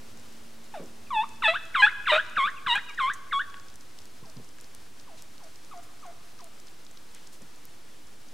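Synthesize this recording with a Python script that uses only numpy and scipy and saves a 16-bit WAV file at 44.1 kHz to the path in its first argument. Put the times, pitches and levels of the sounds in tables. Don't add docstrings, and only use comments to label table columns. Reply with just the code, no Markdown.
import sys
import numpy as np
from scipy import signal
from scipy.fft import rfft, irfft, next_fast_len
from scipy.io import wavfile
from scipy.ndimage import uniform_filter1d

SR = 44100
rng = np.random.default_rng(int(sys.argv[2]) if len(sys.argv) > 2 else 0)


def generate_wav(sig):
    pcm = np.round(np.clip(np.atleast_2d(sig).T, -1, 1) * 32767).astype(np.int16)
    wavfile.write(sys.argv[1], SR, pcm)


N = 367617
TIME = np.arange(N) / SR
TOP_HZ = 15800


def undb(db):
    return 10 ** (np.asarray(db) / 20)


def unit(x):
    return x / np.sqrt(np.mean(x ** 2))


def at_hz(points, hz):
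    f, value = np.transpose(points)
    return np.interp(np.log(np.maximum(hz, 1)), np.log(f), value)


def colour(x, points):
    n = x.shape[-1]
    size = next_fast_len(n, True)
    gain = undb(at_hz(points, np.fft.rfftfreq(size, 1 / SR)))
    return irfft(rfft(x, size) * gain, size)[..., :n]


def wobble(n, rate_hz, size=4096):
    steps = np.arange(n) * 8 * rate_hz / SR
    path = unit(np.convolve(rng.standard_normal(size), np.hanning(7), "same"))
    return np.interp(steps, np.arange(len(path)), path)


def band_noise(n, hz, spread):
    size = next_fast_len(n, True)
    f = np.fft.rfftfreq(size, 1 / SR) + 1
    detune = (f / hz - hz / f) / (spread - 1 / spread)
    spectrum = rfft(rng.standard_normal(size)) / np.hypot(1, detune ** 2)
    return unit(irfft(spectrum, size))[:n]


def add(out, start_s, x):
    i = max(int(start_s * SR), 0)
    out[..., i:i + x.shape[-1]] += x[..., :N - i]


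def gate(t, start, end, fade_s):
    edge = np.clip(np.minimum(t - start, end - t) / fade_s + 1, 0, 1)
    return np.sin(np.pi / 2 * edge) ** 2


def soften(x, size=130):
    return uniform_filter1d(x, size, axis=-1, mode="nearest")


# (frequency [Hz], relative density [dB])
WOODS_SPECTRUM = [(18, -28), (30, 9.5), (32, -5.5), (81, -1), (114, -3), (178, -2), (258, -1), (286, -0.5),
                  (628, -7.5), (735, -7), (1490, -8.5), (1990, -10), (5120, -12), (9600, -16.5),
                  (15800, -25.5)]
# (frequency [Hz], side minus mid [dB])
WOODS_WIDTH = [(30, -17.5), (70, -10.5), (130, -1), (280, -0.5), (1000, -2), (4000, -9), (12000, -6)]
# (time [s], gain [dB])
BREEZE = [(0, 3), (.6, 1.1), (1.2, 1.8), (3.8, 1), (8.3, 0.5)]
WOODS_DB = -56


def woods(swell_db=0.58):
    mid, side = colour(rng.standard_normal((2, N)), WOODS_SPECTRUM)
    side = colour(side, WOODS_WIDTH)
    air = np.array([mid + side, mid - side]) / np.std(mid)
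    low = signal.sosfiltfilt(signal.butter(2, 450, fs=SR, output="sos"), air)
    hiss = (air - low) * undb(swell_db * wobble(N, 11.0))
    return (low + hiss) * undb(WOODS_DB + np.interp(TIME, *np.transpose(BREEZE)))


# (time [s], level [dB])
DRONE_LEVEL = [(0, -64.5), (4.3, -67.5), (6, -71), (8.3, -84)]
DRONE_HZ = 97


def low_drone():
    return undb(np.interp(TIME, *np.transpose(DRONE_LEVEL))) * band_noise(N, DRONE_HZ, 1.15)


# (time [s], rms level [dB])
ZOOM_LEVEL = [(0, -59), (1.45, -59.5), (1.56, -68), (1.7, -120)]
ZOOM_HZ = 229


def zoom_motor(whirr_db=-4, waver=.004):
    hz = ZOOM_HZ * (1 + waver * wobble(N, 9.2))
    hum = np.sqrt(2) * np.sin(2 * np.pi * np.cumsum(hz) / SR)
    whirr = undb(whirr_db) * band_noise(N, 257, 2.3)
    return undb(np.interp(TIME, *np.transpose(ZOOM_LEVEL))) * (hum + whirr)


def knocks(rows, spread, attack_s, side, snap_s=0.00019, size=8192):
    out = np.zeros((2, N))
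    t = np.arange(size) / SR
    for start, db, hz, decay_s in rows:
        shape = (1 - np.exp(-t / attack_s)) * np.exp(-t / decay_s)
        mid, wide = (shape * band_noise(size, hz, spread + snap_s / decay_s) for _ in range(2))
        stereo = np.array([mid + side * wide, mid - side * wide])
        add(out, start, undb(db) * stereo / np.abs(mid).max())
    return out


# (time [s], peak level [dB], centre frequency [Hz], decay time [s])
CAMERA_BUMPS = [(.795, -34, 295, 0.046), (2.374, -35, 383, 0.0065), (4.224, -41.5, 195, 0.029),
                (4.365, -36.5, 122, 0.024), (4.385, -42, 280, 0.036), (7.405, -46, 397, 0.0097),
                (7.42, -43.5, 164, 0.018), (7.68, -51, 170, 0.022), (8.04, -57, 35.5, 0.027)]


def camera_bumps():
    return knocks(CAMERA_BUMPS, spread=1.68, attack_s=0.0017, side=0.1)


def leaf_patter(peak_db=-44, scatter_db=3.5, count=70):
    when, strength, pitch = rng.random((count, 3)).T
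    level_db = peak_db + scatter_db * (2 * strength - 1)
    rows = np.transpose([when * TIME[-1], level_db, 4500 + 3000 * pitch, np.full(count, .002)])
    return knocks(rows, spread=1.15, attack_s=.0002, side=.4, size=1024)


# (time [s], peak level [dB], centre frequency [Hz], decay time [s])
LEAF_TICKS = [(2.754, -35, 7640, .006), (3.1353, -34, 7300, .008), (3.5425, -30, 1625, .0018),
              (3.757, -38, 7190, .0013), (3.988, -35, 4560, .0013), (4.0552, -38, 6270, .0009),
              (4.585, -44, 1490, .0034), (4.611, -35, 7500, .0007), (4.7487, -35.5, 7000, .0008),
              (5.2226, -32, 7060, .0007), (6.4428, -35, 7500, .0011), (6.6703, -37, 5500, .0015),
              (6.9731, -36, 4270, .0019), (7.1477, -35, 7000, .0015), (7.2724, -38, 5940, .002),
              (7.6535, -33.5, 9000, .0008)]
# (time [s], peak level [dB], centre frequency [Hz], decay time [s])
LEAF_RUSTLES = [(5.17, -44.5, 3900, 0.028), (5.825, -47.5, 6400, 0.014), (7.14, -47, 2460, 0.044),
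                (7.32, -44, 5900, .025)]


def leaves():
    ticks = knocks(LEAF_TICKS, spread=1.22, attack_s=.0001, side=0.26)
    rustles = knocks(LEAF_RUSTLES, spread=1.75, attack_s=0.012, side=0.26)
    return ticks + rustles + leaf_patter()


# (frequency [Hz], gain [dB])
ECHO_COLOUR = [(200, -10), (680, -7), (1080, 0), (1550, 2), (2100, -3), (2600, 0), (3500, 0), (4500, -5),
               (8000, -10), (15000, -16)]
# (delay [s], level relative to the direct sound [dB])
TRUNK_ECHOES = [(.0061, -20.5), (0.0127, -12.5), (0.0203, -20.5), (.027, -20)]


def forest(x, brush_db, tail_db, brush_s=0.013, t60_s=0.9, edge_s=0.1774, edge_db=3, side_db=-7):
    t = np.arange(int(1.2 * SR)) / SR
    brush = np.exp(-t / brush_s) * (t > .004)
    edge = 1 + undb(edge_db) * np.exp(-((t - edge_s) / 0.0066) ** 2)
    tail = undb(-60 * t / t60_s) * (1 - np.exp(-t / 0.037)) * edge
    shape = undb(brush_db) * brush / np.linalg.norm(brush) + undb(tail_db) * tail / np.linalg.norm(tail)
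    mid, side = shape * colour(rng.standard_normal((2, len(t))), ECHO_COLOUR)
    for delay_s, db in TRUNK_ECHOES:
        mid[int(delay_s * SR)] += undb(db)
    responses = [mid + sign * undb(side_db) * side for sign in (1, -1)]
    return np.array([x + signal.fftconvolve(x, response)[:N] for response in responses])


# (time [s], rms level [dB], start frequency [Hz], end frequency [Hz], length [s])
FLOCK_PEEPS = [(1.068, -56, 2700, 2400, 0.01), (2.57, -48, 2800, 2370, 0.019),
               (2.887, -44.5, 2550, 2220, 0.023), (2.888, -49, 1347, 1110, 0.021)]


def flock():
    out = np.zeros(N)
    for start, db, high_hz, low_hz, length in FLOCK_PEEPS:
        t = np.arange(-.004, length + 0.0033, 1 / SR)
        hz = np.interp(t, [0, length], [high_hz, low_hz])
        phase = 2 * np.pi * np.cumsum(hz) / SR
        add(out, start + t[0], np.sqrt(2) * undb(db) * gate(t, 0, length, .004) * np.sin(phase))
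    return out


# (time [s], length [s], fundamental rms level [dB], held pitch [Hz],
#  step down at the crack [share of held pitch], gain of the high opening [dB])
FAR_YELPS = [(4.234, 0.067, -60, 614, 0.07, 3.5), (5.072, 0.075, -57.5, 627, .08, 3),
             (5.4, .075, -56.5, 625, .05, -1.5), (5.71, 0.089, -48, 682, 0.46, 1.5),
             (6.025, .084, -47.5, 675, 0.4, -1.5), (6.389, 0.086, -56, 652, 0.294, 3)]
FAR_OPENING_RATIO, FAR_SWOOP_S, FAR_CRACK_S = 2.02, .018, .028


def far_bird(second_db=-15, third_db=-21, jitter=0.022, crack_s=0.0005, fade_s=0.0055):
    out = np.zeros(N)
    for start, length, level_db, held_hz, step, opening_db in FAR_YELPS:
        t = np.arange(-fade_s, length + fade_s, 1 / SR)
        high = 1 / (1 + np.exp((t - FAR_CRACK_S) / crack_s))
        swoop = (FAR_OPENING_RATIO - 1 - step) * np.exp(-np.maximum(t, 0) / FAR_SWOOP_S)
        pitch = held_hz * (1 + swoop + step * high) * (1 + jitter * wobble(len(t), 145))
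        phase = 2 * np.pi * np.cumsum(pitch) / SR
        voice = np.sin(phase) + undb(second_db) * np.sin(2 * phase) + undb(third_db) * np.sin(3 * phase)
        level = np.sqrt(2) * undb(level_db + opening_db * high)
        add(out, start + t[0], level * gate(t, fade_s, length, fade_s) * voice)
    return out


# (frequency [Hz], gain [dB])
THROAT = [(1000, -13.5), (2000, 1.5), (2550, 7), (3200, -4.5), (3650, 6.5), (4000, -7), (4350, -27),
          (5200, -27), (6500, -36.5), (8400, -26), (9600, -44), (15000, -48.5)]
# (frequency [Hz], relative level [dB])
RASP_SPECTRUM = [(100, -38), (160, -18), (330, -38), (480, -36), (900, -17), (1400, 2), (1850, -11),
                 (3900, -15), (4600, -35), (8200, -39), (15000, -56)]
# (frequency [Hz], relative level [dB])
BEAK_HISS = [(1000, -23), (4000, -24), (6500, 3), (8300, 4), (9600, -10.5), (15000, -18)]
WAVER_DB, WAVER_HZ = 1.2, 45


def syrinx(hz, partial_db, rasp, beat, jitter=.01, tremor=.002, shimmer=.15, flutter_hz=220,
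           beat_hz=165, rasp_db=-3.5, hiss_db=-34, count=16):
    n = len(hz)
    first_db, second_db, upper_db = partial_db
    rasp = np.clip(rasp, 0, 1)
    pitch = hz * (1 + (tremor + jitter * rasp) * wobble(n, flutter_hz))
    slow = np.sin(2 * np.pi * np.cumsum(beat_hz * (1 + .08 * wobble(n, 40))) / SR)
    phase = 2 * np.pi * np.cumsum(pitch) / SR
    voice = np.zeros(n)
    for k in range(1, count + 1):
        if k == 1:
            db = first_db
        elif k == 2:
            db = second_db
        else:
            db = upper_db + at_hz(THROAT, k * pitch)
        uneven = 1 + shimmer * min(k, 3) * rasp * wobble(n, flutter_hz)
        waver = undb(WAVER_DB * wobble(n, WAVER_HZ))
        blur = np.clip((k * pitch - 4200) / 5000, 0, .45) * wobble(n, flutter_hz)
        partial = np.sin(k * phase + min(k - 1, 2) * beat * slow + blur)
        voice += undb(db) * uneven * waver * partial * (k * pitch < TOP_HZ)
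    pulse = 1 + .5 * np.sin(phase)
    air = unit(colour(rng.standard_normal(n), RASP_SPECTRUM)) * pulse
    hiss = unit(colour(rng.standard_normal(n), BEAK_HISS)) * pulse
    air_gain = undb(rasp_db + np.max(partial_db, axis=0)) * rasp ** 2
    return np.sqrt(2) * (voice + air_gain * air + undb(hiss_db + upper_db) * hiss)


OPENER_S, OPENER_LENGTH_S, OPENER_FROM_HZ, OPENER_TO_HZ = .738, 0.074, 950, 519
OPENER_DB, OPENER_FADE_DB = -37.5, 13.5


def opener(swoop_s=0.025, second_db=-14, upper_db=-25, rasp=0.41):
    t = np.arange(0, OPENER_LENGTH_S, 1 / SR)
    hz = OPENER_TO_HZ + (OPENER_FROM_HZ - OPENER_TO_HZ) * np.exp(-t / swoop_s)
    db = OPENER_DB - OPENER_FADE_DB * (t / OPENER_LENGTH_S) ** 2
    voice = syrinx(hz, (db, db + second_db, db + upper_db), rasp, 0)
    return gate(t, .004, t[-1] - .004, .004) * voice


# (time [s], pitch at the crack [Hz],
#  fundamental [dB], second partial [dB], upper partials [dB], rasp [0-1])
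CRACKS = [(1.478, 648, -25.5, -24, -30.5, 0.34), (1.821, 817, -27.5, -13.5, -28.5, 0.06),
          (2.118, 601.8, -22, -26.5, -34, 0.82), (2.751, 806, -37, -20, -33.5, 0.51)]
# (frequency [Hz], gain [dB])
WHISTLE = [(1150, -5), (1500, 1), (1750, -7.5), (2050, -15), (2800, -16)]
WHISTLE_OCTAVES, WHISTLE_PURITY_DB = 0.51, 9.5
BOW_S, SLACK_RASP, EFFORT_SAG_DB = .05, .5, (2, 5, 9.5)
CRACK_LIFT, CRACK_SAG_DB = .075, (4, 6, 0.5)
STUMBLE_RASP, STUMBLE_S, STUMBLE_DIP_DB = 0.28, 0.0045, 5.5
FLICK_FADE_DB = 1.5


def yelp(row, fade_s=.003):
    (start, length, open_hz, swoop_s, bend, low_hz, peak_s, bow_hz,
     flick_s, flick_hz, end_hz, whistle_db, *peak_db, rasp, beat) = row
    flick = start + length
    t = np.arange(start - fade_s, flick + flick_s + fade_s, 1 / SR)

    slack = ((t - start - peak_s) / BOW_S) ** 2
    bowed = low_hz + bow_hz * slack
    hz = bowed + (open_hz - bowed) * np.exp(-(np.maximum(t - start, 0) / swoop_s) ** bend)
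    thin = np.where(t < flick, np.clip(np.log2(hz / low_hz) / WHISTLE_OCTAVES, 0, 1) ** 2, 1)
    db = np.array(peak_db)[:, None] - np.outer(EFFORT_SAG_DB, np.minimum(slack, 1))
    rasp = rasp * (1 + SLACK_RASP * np.minimum(slack, 1))
    stumble = np.exp(-((t - flick) / STUMBLE_S + .5) ** 2)

    for crack, crack_hz, *crack_db, crack_rasp in CRACKS:
        if start < crack < flick:
            low = (t > crack) & (t < flick)
            tired = ((t - crack) / (flick - crack)) ** 2
            hz = np.where(low, crack_hz * (1 + CRACK_LIFT * tired), hz)
            rasp = np.where(low, crack_rasp, rasp)
            db = np.where(low, np.array(crack_db)[:, None] - np.outer(CRACK_SAG_DB, tired), db)
            stumble = stumble + np.exp(-((t - crack) / STUMBLE_S) ** 2)

    flicked = np.clip((t - flick) / flick_s, 0, 1)
    hz = soften(np.where(t < flick, hz, flick_hz + (end_hz - flick_hz) * flicked), size=50)
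    overtone_db = peak_db[2] - WHISTLE_PURITY_DB
    second_db = overtone_db + at_hz(THROAT, 2 * hz)
    whistle = at_hz(WHISTLE, hz) + np.array(np.broadcast_arrays(whistle_db, second_db, overtone_db))
    db = soften(db + thin * (whistle - db)) - STUMBLE_DIP_DB * stumble - FLICK_FADE_DB * flicked ** 2
    voice = syrinx(hz, db, rasp + STUMBLE_RASP * stumble * (1 - rasp), beat)
    return t[0], gate(t, start, flick + flick_s, fade_s) * voice


# (time [s], length up to the flick [s], opening pitch [Hz], swoop time [s],
#  swoop bend [exponent: 1 exponential, larger holds then plunges], lowest bowed pitch [Hz],
#  peak effort after the start [s], bow [Hz], flick length [s], flick start [Hz], flick end [Hz],
#  whistle [dB], fundamental [dB], second partial [dB], upper partials [dB],
#  rasp at peak effort [0-1], side-tone depth [rad])
YELPS = [(1.107, .126, 1196, 0.012, 0.84, 854.4, .076, 98.5, 0.011, 987, 1200, -29, -26, -43, -40.5, 0.12, .02),
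         (1.424, .112, 1420, .006, 1, 857, .042, 296, 0.038, 998, 1820, -26.5, -28.5, -24.5, -28.5, 0.27, 0.13),
         (1.744, 0.12, 2276, 0.0075, 1, 1004, 0.078, 94.7, 0.033, 1235, 2180, -20, -24.5, -27, -26, 0.2, 0.18),
         (2.057, .119, 2691, 0.015, 1.24, 938, 0.064, 59, .028, 1372, 1720, -21, -26, -24.5, -25.5, 0.22, 0.36),
         (2.359, .111, 2777, .008, 1.2, 1070, 0.058, 204, .027, 1346, 2030, -23, -23, -32, -33, 0.26, 0.36),
         (2.665, .111, 1700, 0.0049, 1.07, 937, .05, 198.4, 0.02, 1468, 2105, -23, -28, -32, -29, 0.37, 0.084),
         (2.978, 0.12, 1915, .016, 1.67, 1042, .062, 116.6, 0.0277, 1457, 2040, -23.5, -25, -34, -34.5, 0.23, 0.32),
         (3.313, 0.08, 2154, 0.013, 2.45, 1107, 0.04, 60, .028, 1376, 1860, -23.5, -25, -44, -33.5, 0, .08)]


def near_bird():
    out = np.zeros(N)
    add(out, OPENER_S, opener())
    for row in YELPS:
        add(out, *yelp(row))
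    return out


# (frequency [Hz], left minus right [dB])
BIRD_SIDE = [(500, 1.1), (1300, 1.2), (2600, .3), (4500, -.3), (9000, -.8)]


def place_birds(stereo):
    left = colour(stereo[0], [(hz, db / 2) for hz, db in BIRD_SIDE])
    right = colour(stereo[1], [(hz, -db / 2) for hz, db in BIRD_SIDE])
    return np.array([left, right])


def scene():
    background = woods() + low_drone()
    camera = zoom_motor() + camera_bumps()
    far = forest(far_bird(), brush_db=-16, tail_db=-7)
    near = forest(near_bird() + flock(), brush_db=-17, tail_db=-18.5)
    return background + camera + leaves() + place_birds(near + far)


def record(dry, offset=.0104):
    low_pass = signal.ellip(10, .1, 70, TOP_HZ, fs=SR, output="sos")
    return signal.sosfilt(low_pass, dry) + offset


dry = scene()
out = record(dry)
generate_wav(out)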